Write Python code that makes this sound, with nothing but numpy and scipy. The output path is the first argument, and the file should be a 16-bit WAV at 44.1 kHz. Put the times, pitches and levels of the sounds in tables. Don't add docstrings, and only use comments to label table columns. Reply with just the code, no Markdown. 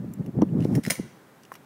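import sys
import numpy as np
from scipy import signal
from scipy.fft import rfft, irfft, next_fast_len
from scipy.io import wavfile
from scipy.ndimage import uniform_filter1d

SR = 44100
rng = np.random.default_rng(int(sys.argv[2]) if len(sys.argv) > 2 else 0)


def dump_mix(stems):
    frames = np.atleast_2d(stems).T
    limited = np.clip(frames, -1, 1)
    pcm = np.round(limited * 32767).astype(np.int16)
    wavfile.write(sys.argv[1], SR, pcm)


N = 72765
SHORT, LONG = 2048, 16384
CONTACT_S = 0.00075

# (frequency [Hz], relative level [dB])
STEEL_COLOUR = [(200, -3.5), (600, 1.5), (1100, -5.5), (2050, 5.5), (2550, -3.5), (4500, -6), (5400, -2),
                (7700, -9), (9400, -5), (12800, -11), (15500, -12.5)]


def action():
    # (time [s], relative level [dB], decay [ms], treble tilt [dB/octave])
    strikes = [(.7515, -30, 2.96, 1.5), (.7555, -33, 1.5, 2.5), (0.8364, -37.5, 5.9, 1.5),
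               (0.85, -32, 3.1, 2), (.863, -28.5, 3.2, -0.5), (0.8798, -36.5, 5.1, 1.5),
               (0.9002, -19, 3.6, 1), (0.9044, -16, 3.66, 1.8), (.907, -20.5, 3.1, 4),
               (.9175, -30, 3.4, -0.5), (0.9546, -30, 1.3, -1)]
    # (frequency [Hz], relative level [dB], t60 [s])
    gun_modes = [(1824, -3, 0.09), (2159, 13.5, 0.028), (2750, 0, 0.035), (5170, 6, 0.023),
                 (5380, 4, 0.029), (6914, 5.5, 0.025), (8540, -0.5, 0.032), (9200, 3.5, .025),
                 (10300, 4, 0.022), (15200, -4, 0.02)]
    pivot_hz, ring_growth = 3540, 0.3
    cracks, rings = np.zeros(N), np.zeros(N)
    hardest_db = max(row[1] for row in strikes)
    for s, db, ms, tilt_db in strikes:
        tilt = lambda hz: tilt_db * np.log2(hz / pivot_hz)
        envelope = attack(CONTACT_S, SHORT) * decay(ms / 1000, SHORT)
        chatter = noise([(hz, d + tilt(hz)) for hz, d in STEEL_COLOUR], SHORT)
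        add(cracks, s, undb(db + 0.5) * envelope * chatter)
        modes = [(hz, d + tilt(hz), t60) for hz, d, t60 in gun_modes]
        ringing = ring(modes, LONG // 2, phase_spread=1) / np.sqrt(len(modes))
        ring_db = db - 3 + ring_growth * (db - hardest_db)
        add(rings, s, undb(ring_db) * attack(CONTACT_S, LONG // 2) * ringing)
    return cracks, rings


def scrapes():
    # (peak time [s], level [dB], rise [s], fall [s])
    slides = [(0.644, -55, 0.037, 0.012), (0.756, -53.5, 0.068, 0.005), (0.836, -41.5, 0.0024, 0.0048)]
    grain_db = 3
    t = np.arange(N) / SR
    roughness = unit(uniform_filter1d(rng.standard_normal(N), size=60))
    grain = unit(undb(grain_db * roughness))
    effort = sum(undb(db) * np.exp(np.minimum((t - s) / rise, (s - t) / fall))
                 for s, db, rise, fall in slides)
    return effort * grain * noise(STEEL_COLOUR)


def stock():
    # (frequency [Hz], relative level [dB], t60 [s])
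    stock_modes = [(573, -6.5, 0.038), (644, -0.5, 0.023)]
    shut_s, rise_s = 0.9052, 0.0024
    out = np.zeros(N)
    add(out, shut_s, undb(-17.5) * attack(rise_s, SHORT) * ring(stock_modes, SHORT))
    return out


def field_echo(x):
    # (band centre [Hz], relative level [dB], t60 [s])
    trees = [(600, 3.5, 0.47), (2000, 0, 0.56), (5470, -4.5, 0.64), (9600, 1.5, 0.36), (15000, 3, 0.18)]
    delay_s, near_t60_s, near_db, far_db = 0.006, 0.13, -6.5, -10
    log_centres = np.log([row[0] for row in trees])
    source, far = rng.standard_normal(LONG), 0
    for k, (_, db, t60) in enumerate(trees):
        band = shape(source, lambda f: np.interp(np.log(f), log_centres, np.arange(len(trees)) == k))
        far = far + undb(db) * band * decay(t60 / np.log(1000), LONG)
    near = rng.standard_normal(LONG) * decay(near_t60_s / np.log(1000), LONG)
    response = undb(near_db) * unit(near) + undb(far_db) * unit(far)
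    out = np.zeros(N)
    add(out, delay_s, signal.fftconvolve(x, response) / np.sqrt(LONG))
    return out


def wind():
    # (time [s], relative level [dB])
    gusts = [(0,-35), (0.091,-36.5), (0.165,-45), (0.208,-26), (0.237,-40.5), (0.294,-28.5), (0.318,-50.5),
             (0.353,-30), (0.379,-22.5), (0.436,-26), (.45,-32.5), (.5,-34), (0.54,-23.5), (0.61,-22),
             (.665,-31.5), (.695,-24), (0.793,-19), (0.801,-40.5), (.83,-49.5), (0.86,-41.5), (.876,-27),
             (0.894,-41.5), (0.922,-34.5), (0.966,-67), (0.995,-30.5), (1.021,-44.5), (1.055,-39),
             (1.085,-53.5), (1.2,-61)]
    # (frequency [Hz], relative level [dB])
    wind_colour = [(30,-36.5), (60,-23.5), (120,-3.5), (185,0.5), (270,-9), (400,-17.5), (700,-32.5),
                   (1100,-43), (1800,-55.5), (4000,-90)]
    # (time [s], thump peak [dB], half width of the push [ms])
    buffets = [(.045, -27, 0.48), (0.2927, -20.5, 1.52), (0.3883, -15.5, 0.47), (0.4225, -4, 0.44),
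               (0.4234, -12.5, 0.38), (0.4287, -13, 0.58), (0.4325, -9.5, 0.96), (0.6537, -10, 0.65),
               (0.779, -17, 0.51), (0.8741, -21.5, 0.56), (0.879, -19, 0.69), (0.9919, -29, 0.41),
               (0.9978, -18, 0.79)]
    eddy_s, evenness = 0.0246, 0.41
    port_cut_hz, rasp_s = 93, 0.0068
    flow = noise(wind_colour)
    swell = np.sqrt(uniform_filter1d(flow ** 2, int(eddy_s * SR)) + 1e-9)
    gust_db = np.interp(np.arange(N) / SR, *np.array(gusts).T) + 1.5
    out = unit(flow / swell ** evenness) * undb(gust_db)
    t = (np.arange(SHORT) - SHORT / 2) / SR
    port = lambda f: resonance(f, hz=270, width_hz=200) / (1 + (port_cut_hz / f) ** 2)
    rasp_band = lambda f: resonance(f, hz=843, width_hz=370) ** 2
    for s, db, ms in buffets:
        thump = shape(np.exp(-(t * 1000 / ms) ** 2), port)
        rasp = unit(shape(rng.standard_normal(SHORT), rasp_band)) * np.exp(-(t / rasp_s) ** 2)
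        add(out, s + t[0], undb(db) * thump / abs(thump).max() + undb(2 * db - 23) * rasp)
    return out


def ticks_and_clink():
    # (time [s], relative level [dB], decay [ms], band centre [Hz], spread [octaves], ping [Hz])
    contacts = [(0.1373, -41, 1.7, 10500, 0.75, 7430), (0.2624, -48.5, 3.7, 6500, 1.8, 2850),
                (0.4186, -37, 2.7, 4200, 0.87, 5800), (0.4907, -52.5, 0.8, 3220, 0.54, 2850),
                (0.6052, -39, 1.54, 4200, 0.79, 2850), (0.624, -43.5, 2.4, 3400, 0.9, 2850),
                (0.6373, -48.5, 3.1, 3300, 0.64, 4000), (0.6474, -35.5, 2.1, 3550, 1.0, 2750),
                (0.8511, -32, 3.3, 2000, 0.29, 1910), (1.4339, -51, 4.2, 6040, 0.77, 4900),
                (1.451, -49, 3, 5300, 0.74, 2850), (1.5188, -51.5, 12, 9400, 0.92, 10470),
                (1.5393, -45, 4.3, 6030, 1.8, 8800), (1.5532, -43, 7.3, 4200, 2.8, 2300)]
    # (frequency [Hz], width [Hz], relative level [dB])
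    peaks = [(1050, 330, 6.5), (1980, 88, 4.5), (2850, 120, 5), (4200, 400, -14.5), (5700, 670, -6),
             (7620, 1500, -18.5), (12000, 1800, -6.5)]
    ping_decay_s = 0.0022
    body = lambda f: np.sqrt(sum(abs(undb(db) * resonance(f, hz, w)) ** 2 for hz, w, db in peaks))
    ping_envelope = attack(CONTACT_S, SHORT) * decay(ping_decay_s, SHORT)
    out = np.zeros(N)
    for s, db, ms, centre_hz, spread, ping_hz in contacts:
        colour = lambda f: body(f) * np.exp(-.5 * (np.log2(f / centre_hz) / spread) ** 2)
        crack = unit(shape(rng.standard_normal(SHORT), colour)) * decay(ms / 1000, SHORT)
        ping = np.sin(2 * np.pi * ping_hz * np.arange(SHORT) / SR) * ping_envelope
        add(out, s, undb(db) * (crack + undb(1) * ping))
    return out


def knock():
    # (time [s], relative level [dB])
    taps = [(1.5184, -18.5), (1.5222, -30)]
    # (frequency [Hz], relative level [dB], t60 [s])
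    knock_modes = [(606, -14.5, 0.006), (1090, -2.5, 0.014), (1340, -2, 0.005), (1740, -17.5, 0.021)]
    out = np.zeros(N)
    for s, db in taps:
        add(out, s, undb(db) * ring(knock_modes, SHORT) / 2)
    return signal.sosfilt(signal.butter(2, [440, 2100], "band", fs=SR, output="sos"), out)


def air():
    # (frequency [Hz], relative level [dB])
    air_colour = [(40,-20), (100,-21), (170,-9), (300,-1), (600,-7), (1700,-12.5), (3000,-22.5), (5000,-27),
                  (15500,-29)]
    level_db = np.interp(np.arange(N) / SR, [0.9, 1.13], [-56.5, -55])
    return noise(air_colour) * undb(level_db)


def undb(db):
    return 10 ** (np.asarray(db) / 20)


def unit(x):
    return x / np.sqrt(np.mean(x ** 2))


def shape(x, gain):
    size = next_fast_len(len(x), real=True)
    hz = np.maximum(np.fft.rfftfreq(size, 1 / SR), 1)
    return irfft(rfft(x, size) * gain(hz), size)[:len(x)]


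def noise(colour, size=N):
    hz, db = np.array(colour).T
    return unit(shape(rng.standard_normal(size), lambda f: undb(np.interp(np.log(f), np.log(hz), db))))


def resonance(f, hz, width_hz):
    return 1 / (1 + 1j * (f * f - hz * hz) / (f * width_hz))


def decay(tau_s, size):
    return np.exp(-np.arange(size) / SR / tau_s)


def attack(tau_s, size):
    return 1 - decay(tau_s, size)


def ring(modes, size, phase_spread=0):
    age = np.arange(size) / SR
    return sum(undb(db) * decay(t60 / np.log(1000), size)
               * np.sin(2 * np.pi * (hz * age + phase_spread * rng.random())) for hz, db, t60 in modes)


def add(out, s, x):
    i = max(int(s * SR), 0)
    out[i:i + len(x)] += x[:N - i]


def scene():
    cracks, rings = action()
    contact = cracks + scrapes()
    body = rings + stock()
    echo = field_echo(contact + undb(-27) * body)
    return (contact + body + echo + ticks_and_clink() + knock() + wind() + air())[None]


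def record(dry):
    low_hz, top_hz = 45, 15700
    bass_cut = signal.sosfilt(signal.butter(2, low_hz, "high", fs=SR, output="sos"), dry)
    return signal.sosfilt(signal.ellip(10, .2, 80, top_hz, fs=SR, output="sos"), bass_cut)


dry = scene()
out = record(dry)
dump_mix(out)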